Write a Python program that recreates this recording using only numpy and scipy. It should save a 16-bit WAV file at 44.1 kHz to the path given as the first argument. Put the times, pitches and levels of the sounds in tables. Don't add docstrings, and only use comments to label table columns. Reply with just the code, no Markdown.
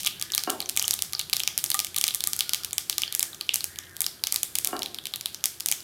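import sys
import numpy as np
from scipy import signal
from scipy.fft import rfft, irfft, next_fast_len
from scipy.io import wavfile
from scipy.ndimage import uniform_filter1d

SR = 44100
rng = np.random.default_rng(int(sys.argv[2]) if len(sys.argv) > 2 else 0)


def put_to_file(sound):
    columns = np.atleast_2d(sound).T
    safe = np.clip(columns, -1, 1)
    whole_steps = np.round(safe * 32767)
    wavfile.write(sys.argv[1], SR, whole_steps.astype(np.int16))


N = 257385

# f/Hz, relative density/dB per Hz
HOUSE_SPECTRUM = [(15, -39), (25, -25), (97, -0.5), (159, 3), (358, -11), (634, -9), (952, -12),
                  (1030, -10.5), (1280, -8.5), (1600, -5.5), (2150, -15), (5130, -21.5), (11900, -12),
                  (15200, -17), (16500, -44)]
# f/Hz, width/Hz, level over the noise/dB
DRONE_BANDS = [(49, 27, 7), (88.4, 6.4, 10), (334.6, 6, 16), (376.6, 68, 8.5)]
# t/s, level/dB
BASS_SWELL = [(0.0, -58.5), (0.31, -62), (0.86, -60), (4.24, -63.5), (4.5, -61), (5.83, -64.5)]
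HOUSE_RMS_DB = -51.5

# start/s, length/s, level/dB, top pitch/Hz, top throat resonance/Hz
CROW_CALLS = [(0.141, 0.38, -56, 212.5, 1800), (2.256, 0.5, -58.5, 205, 1470), (3.002, .38, -58, 211, 1850),
              (3.634, 0.41, -56.5, 209.4, 1850)]
CAW_ATTACK_S, CAW_RELEASE_S = 0.047, 0.14
CAW_TOP_AT, CAW_PITCH_SAG, CAW_THROAT_SAG = 0.4, 0.25, 1.1
CAW_ROUGHNESS = 0.03

# t/s, blow level/dB
KNOCK_BLOWS = [(0.473, -16), (.492, -24), (4.661, -36), (4.686, -33), (4.7283, -17.5), (4.745, -45),
               (4.765, -44)]
# f/Hz, level/dB, t60/s
WOOD_MODES = [(228, -9, 0.045), (312, -3.5, 0.03), (424, -7.5, 0.027), (510, -12, 0.031), (643, -5, 0.018),
              (750, -1.5, 0.03), (898, -8.5, 0.016), (1055, -6, 0.027), (1176, -13, 0.022),
              (1355, -6, 0.031), (1595, -11, .02), (1850, -10.5, 0.02), (2300, -9, 0.014),
              (2900, -5, 0.014)]

# t/s, body level/dB (energy of the first 2 ms packed into 1 ms), ring f/Hz,
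# snap minus body/dB, bowl minus body/dB
SEED_POPS = [(.033,-30,4700,5,-12),(.0428,-36,3920,-4,-10),(0.048,-26.5,4600,4,-9),(.0574,-26,3920,-13,-6),
             (.062,-19.5,5900,-7,-5),(.0638,-22.5,5250,5,-2),(0.0704,-15.5,3100,-1.5,-6),(0.0746,-19,3200,2.5,-17),
             (0.1093,-32,4180,-4,-10),(.1975,-30,5600,-1,-8),(.2137,-28,7540,2,4),(0.2246,-20,5000,1.5,-4.5),
             (0.3204,-21,5940,-3.5,-28),(.336,-19.5,3960,-12,-24),(0.3403,-20,3770,-9,-15),(0.3494,-21.5,3920,11,-29),
             (.3789,-13.5,5400,0,-2),(.393,-23.5,4700,-15,-27),(0.4367,-21,4670,1,-11),(.498,-25,3300,1,-11),
             (.5022,-20.5,6500,5.5,-3),(.604,-20.5,4250,-1,-5),(.6172,-31,7900,-5,-2),(0.625,-26,4100,-16,-8),
             (0.659,-28,5900,-11,-5.5),(.6912,-26,3770,6,-19),(0.6957,-20.5,5100,3.5,-30),(.7646,-24,7970,3,-2),
             (0.7737,-14,6640,0,0),(.796,-13.5,5650,-3.5,-38),(0.8168,-27,2850,-9,0),(0.8255,-20.5,7850,3,-4),
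             (0.8422,-20.5,3200,-16,-13),(0.8519,-22,6460,-10,-21),(0.855,-27,6420,-2,-20),(0.8583,-29,6330,-7,-17),
             (.88,-18,5660,5.5,-3.5),(.909,-12.5,5750,1,-37),(.934,-21.5,3830,-8,-24),(0.9394,-22,7850,7,-3),
             (.9906,-25,3880,1,-15),(1.0222,-17,5750,3.5,-6),(1.1248,-42,4140,11,-5),(1.1335,-21,4940,0.5,-2),
             (1.15,-18,4640,-27,-33),(1.194,-20,5500,2,-29),(1.1975,-22.5,3650,-4,-2.5),(1.203,-26,4130,-16,-17),
             (1.213,-24.5,4130,-1,-26),(1.2979,-29.5,3400,5,-21),(1.3306,-15,4070,-3,-0.5),(1.3345,-15.5,4530,2.5,-30),
             (1.3603,-46,3790,19,1),(1.3671,-18.5,5130,2,-26),(1.3968,-23,7140,-1,-5),(1.4022,-16.5,3270,-4,-23),
             (1.435,-19,5270,-4,-3),(1.476,-14,5400,-2.5,1.5),(1.5778,-21,4050,11.5,-24),(1.5875,-29.5,3700,7,-12),
             (1.641,-17.5,7600,4,-3.5),(1.6484,-40,6330,9,-12),(1.6617,-24,5460,-3,-24),(1.7029,-23,4670,11.5,-17),
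             (1.7163,-16.5,4200,-1,-17),(1.744,-20.5,7540,7.5,-0.5),(1.7513,-27,7360,4,-3),(1.77,-40,3100,9,-4),
             (1.792,-15.5,5050,0.5,-1.5),(1.8017,-20,5430,3,-7),(1.8471,-23,6500,2,0),(1.8686,-32.5,5770,3,1),
             (1.9451,-32,2650,5,-4),(1.9626,-23.5,5120,2.5,-2),(1.9652,-27.5,3140,13,-12),(1.979,-20.5,3700,-7,-19),
             (1.9843,-22.5,7710,9,-2),(2.0128,-18.5,6470,3,0),(2.0403,-11,5500,0,-1.5),(2.0678,-22.5,8000,-2,-2),
             (2.0802,-19.5,4630,5.5,-12),(2.086,-20,3450,-4,-7),(2.1077,-21.5,3660,-6,-17),(2.1404,-34,3620,6,-14),
             (2.1476,-26,6980,14,-0.5),(2.158,-38,6600,13,-6),(2.2061,-20.5,4120,1,-20),(2.2392,-18,5500,2.5,-5),
             (2.265,-31,4150,-12,-15),(2.273,-21.5,7500,10.5,-2),(2.333,-18.5,5060,2.5,-12),(2.3646,-30.5,7540,7.5,-8),
             (2.3916,-20,6400,3,-10),(2.397,-27,4820,1,-7),(2.4073,-14.5,4250,0.5,-1.5),(2.4937,-19,4730,1,-19),
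             (2.5344,-15,5060,2,-3),(2.546,-19.5,5170,2,0.5),(2.6348,-27,4800,-3,-3),(2.6474,-22,4260,4,-31),
             (2.731,-20,7770,-3,-5),(2.7817,-16,5700,2.5,-2.5),(2.8977,-15.5,5140,2.5,-10),(2.928,-24.5,3750,-3,-7),
             (2.982,-15,5300,1,-3.5),(3.0196,-19.5,4950,.5,-6),(3.0345,-18,3220,-27,1),(3.0785,-26,4470,-23,-4),
             (3.1253,-26,3400,6.5,-6),(3.15,-21.5,6800,8.5,-5),(3.1945,-18.5,7200,6,-26),(3.2064,-23,4100,-1,-11),
             (3.2287,-15.5,6740,3,-6),(3.3313,-32,3800,-9,-9),(3.3464,-32.5,5900,-2,-2),(3.4108,-21,4300,-5,-1.5),
             (3.492,-18,2940,-38,6.5),(3.5379,-24,6160,-7,-16),(3.5421,-16.5,7360,4,-6),(3.558,-20.5,5300,7.5,-24),
             (3.607,-22.5,4300,-3.5,-21),(3.6424,-20,6400,3.5,-32),(3.7877,-24,5830,-2,-0.5),(3.8365,-42,4010,-8,-7),
             (3.967,-35,3820,9,-19),(4.0063,-23.5,7460,11,-1.5),(4.0179,-26,7880,13,0),(4.0426,-22,3870,-7,-18),
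             (4.0648,-16,5000,-1.5,-6),(4.2382,-13.5,4470,-1.5,-31),(4.2708,-19,5330,0,0),(4.3241,-20,5000,9,-12),
             (4.3434,-24,7320,5,-6),(4.3606,-16,4770,3,-20),(4.432,-21.5,7400,9.5,0.5),(4.554,-20.5,5250,6.5,-20),
             (4.5568,-23.5,3640,3,-6),(4.5864,-23,7000,10,-0.5),(4.6471,-22,5370,11,-8),(4.6548,-29,4200,0,-14),
             (4.673,-26.5,6500,13,2.5),(4.7663,-31,4300,-2,0),(4.7925,-27.5,5730,1.5,-10),(4.8207,-22,3700,-6,-3),
             (4.8315,-21,5200,-2,-3),(4.86,-25,3830,-4,-1),(4.9455,-26,4600,-1,-3.5),(4.9864,-23,3560,-9,-19),
             (5.0555,-27,3900,2.5,-2),(5.0692,-28.5,4560,3,0),(5.138,-20,3740,-6,-8),(5.1596,-29,3660,8,-18),
             (5.2106,-27.5,4740,1.5,-5),(5.2587,-16.5,3830,0,-36),(5.3457,-25,5640,-3,-37),(5.4408,-15,5650,-0.5,-1.5),
             (5.457,-19,5700,8.5,-8),(5.6006,-35,4520,7,-12),(5.606,-23,5160,1.5,-26),(5.6603,-19,6800,6,-2),
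             (5.6865,-18,5400,2.5,-28),(5.715,-17,7000,4.5,-7),(5.7234,-16.5,6100,-3,0),(5.8354,-31,6340,3,-4)]
# body level/dB, ring f/Hz, snap minus body/dB,
# bowl minus body/dB, room minus body/dB
EARLIER_POP = (-16, 5000, 4, -5, -29)
# f/Hz, level over the pan ring/dB, t60/s
PAN_MODES = [(1197, 0.5, 0.094), (1224, -1.5, 0.23), (1221, 12, 0.049), (777, -4, 0.082), (1910, 10, 0.025)]
PAN_DB, PAN_SHARE, PAN_FALL_DB_PER_S, PAN_SCATTER_DB = -37, 0.53, 2, 6.5
# f/Hz, sharpness/Q, relative level/dB
BOWL_AIR = [(2400, 6, -4), (3300, 3.5, 0)]
BOWL_EDGE_HZ = 2500

TAIL_EDGES_HZ = [150, 500, 1100, 2200, 5000, 9000, 20000]
# t60/s, level/dB
TAIL_BANDS = [(0.78, 0.5), (0.51, 4), (0.34, 5.5), (0.5, 0.5), (0.4, 1), (0.41, -0.5)]
ROOM_DB = -26

MIC_CORNER_HZ, TOP_HZ = 15100, 16550


def undb(db):
    return 10 ** (np.asarray(db) / 20)


def fade(t, t60):
    return np.exp(-np.log(1000) * t / t60)


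def peak(f, hz, q):
    return 1 / (1 + 1j * q * (f / hz - hz / f))


def place(shapes, times_s):
    starts = (np.asarray(times_s) * SR).astype(int)
    at = starts[:, None] + np.arange(shapes.shape[1])
    return np.bincount(at.ravel(), shapes.ravel(), N + SR)[:N]


def ring(x, modes, rise_s):
    t = np.arange(SR // 2) / SR
    tones = 0
    for k, (hz, db, t60) in enumerate(modes):
        tones = tones + (-1) ** k * undb(db) * fade(t, t60) * np.sin(2 * np.pi * hz * t)
    return signal.fftconvolve(x, tones * (1 - np.exp(-t / rise_s)))[:N]


def kitchen(x, gap_s):
    t = np.arange(SR // 2) / SR
    band = np.digitize(np.fft.rfftfreq(len(t), 1 / SR), TAIL_EDGES_HZ) - 1
    grain, size = rng.standard_normal((2, len(t)))
    noise = rfft(grain * undb(7 * size * fade(t, 0.3)))
    tail = 0
    for k, (t60, db) in enumerate(TAIL_BANDS):
        tail = tail + undb(db) * fade(t, t60) * irfft(noise * (band == k), len(t))
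    build_up = 1 - np.exp(-(t / gap_s) ** 2)
    return signal.oaconvolve(x, tail * build_up / np.sqrt(SR / 1000))[:N]


def bursts(body_db, ring_hz, snap_db, bowl_db, scatter=1, size=512):
    t = np.arange(size) / SR
    f = np.fft.rfftfreq(size, 1 / SR) + 1
    echoes = scatter * rng.standard_normal((len(ring_hz), 2, size)) * (1 - np.exp(-(t / 0.0002) ** 2))
    thud = rng.uniform(-0.1, 1, len(ring_hz))
    click = (t == 0) * 1.0
    body = click + echoes[:, 0] * (undb(-18) * fade(t, 0.005) + undb(-26) * fade(t, 0.018))
    snap = click + echoes[:, 1] * (undb(-17) * fade(t, 0.004) + undb(-29) * fade(t, 0.016))

    upwards = (1 / (1 + BOWL_EDGE_HZ / (1.3j * f) - (BOWL_EDGE_HZ / f) ** 2)) ** 3
    ring_q = np.clip(1.5 - 0.23 * snap_db, 0.8, 4)[:, None]
    ring_colour = upwards * peak(f, ring_hz[:, None], ring_q) ** 2
    bowl_colour = upwards * sum(undb(db) * peak(f, hz, q) for hz, q, db in BOWL_AIR)
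    thud_colour = peak(f, 780, 2.0) ** 2 - peak(f, 1450, 1.6) ** 2
    snap_colour = peak(f, 11220, 1.69) * peak(f, 6200, 0.1)

    parts = ((body, ring_colour, 0),
             (body, bowl_colour, bowl_db),
             (body, thud_colour, -21 + 3 * thud),
             (snap, snap_colour, snap_db))
    out = 0
    for drive, colour, db in parts:
        part = irfft(rfft(drive) * colour, size)
        energy = np.sum(part[:, :SR // 500] ** 2, axis=1) / (SR / 1000)
        out = out + part * (undb(body_db + db) / np.sqrt(energy))[:, None]
    return out


def house():
    size = next_fast_len(N)
    f = np.fft.rfftfreq(size, 1 / SR) + 1
    hz, db = np.transpose(HOUSE_SPECTRUM)
    hum = 1 + sum(undb(g) * abs(peak(f, c, c / w)) ** 2 for c, w, g in DRONE_BANDS)
    colour = undb(np.interp(np.log(f), np.log(hz), db)) * hum
    noise = rfft(rng.standard_normal(size)) * colour

    s, bass_db = np.transpose(BASS_SWELL)
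    swell_db = np.interp(np.arange(N) / SR, s, bass_db - bass_db.mean())
    marks = np.arange(0, N + SR, SR // 3)
    out = 0
    for lo in 16 * 2 ** np.arange(11):
        drift = np.interp(np.arange(N), marks, rng.standard_normal(len(marks)))
        octave = irfft(noise * (f >= lo) * (f < 2 * lo), size)[:N]
        out = out + octave * undb(0.6 * drift + swell_db * (lo < 200))
    return out * undb(HOUSE_RMS_DB) / out.std()


def crow():
    t, out = np.arange(N) / SR, 0
    wobble = uniform_filter1d(rng.standard_normal(N), 300) * np.sqrt(300)
    for s, length, db, top_hz, top_throat_hz in CROW_CALLS:
        away = (np.clip((t - s) / length, 0, 1) - CAW_TOP_AT) ** 2
        pitch_hz = top_hz * (1 - CAW_PITCH_SAG * away)
        throat_hz = top_throat_hz * (1 - CAW_THROAT_SAG * away)
        phase = 2 * np.pi * np.cumsum(pitch_hz * (1 + CAW_ROUGHNESS * wobble)) / SR
        voice = 0
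        for k in range(4, 12):
            voice = voice + abs(peak(k * pitch_hz, throat_hz, 4.3)) ** 2 * np.sin(k * phase + k * k)
        attack, release = (t - s) / CAW_ATTACK_S, (s + length - t) / CAW_RELEASE_S
        out = out + voice * undb(db) * np.clip(np.minimum(attack, release), 0, 1)
    return out + undb(-15.5) * kitchen(out, 0.01)


def knocks():
    s, blow_db = np.transpose(KNOCK_BLOWS)
    wood = ring(place(undb(blow_db)[:, None], s), WOOD_MODES, 0.004)
    t = np.arange(SR // 10) / SR
    rattle = undb(-27.5) * rng.standard_normal(len(t)) * fade(t, 0.044)
    wood = wood + signal.fftconvolve(wood, rattle)[:N]
    far = undb(2.5) * wood + undb(-15.5) * kitchen(wood, 0.0085)
    return signal.sosfilt(signal.butter(4, 190, "high", fs=SR, output="sos"), far)


def sizzle(count=1700):
    when, pitch, big, bright = rng.random((count, 4)).T
    body_db = -62 - 4.6 * np.log(big)
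    ticks = bursts(body_db, 3000 * 2.2 ** pitch, 12 * (bright - 0.6), -6)
    return place(ticks, when * N / SR)


def seeds(spots=6):
    s, body_db, ring_hz, snap_db, bowl_db = np.transpose(SEED_POPS)
    pops = place(bursts(body_db, ring_hz, snap_db, bowl_db), s)
    pan_db = PAN_DB + PAN_SHARE * (body_db + bowl_db) - PAN_FALL_DB_PER_S * s
    pan_db = pan_db + PAN_SCATTER_DB * rng.standard_normal(len(s))
    out = pops + ring(place(undb(pan_db)[:, None], s), PAN_MODES, 0.003)

    bare = bursts(body_db + ROOM_DB, ring_hz, snap_db, bowl_db, scatter=0)
    for k in range(spots):
        out = out + kitchen(place(bare[k::spots], s[k::spots]), 0.0079)

    body_db, ring_hz, snap_db, bowl_db, room_db = np.array(EARLIER_POP)[:, None]
    earlier = bursts(body_db + room_db, ring_hz, snap_db, bowl_db, scatter=0)
    return out + kitchen(place(earlier, [0]), 1 / SR)


def scene():
    return (house() + crow() + knocks() + sizzle() + seeds())[None]


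def record(dry):
    dull = signal.sosfilt(signal.butter(4, MIC_CORNER_HZ, fs=SR, output="sos"), dry)
    rounded = np.tanh(0.6 * dull) / 0.6
    return signal.sosfilt(signal.ellip(8, 1, 60, TOP_HZ, fs=SR, output="sos"), rounded)


dry = scene()
out = record(dry)
put_to_file(out)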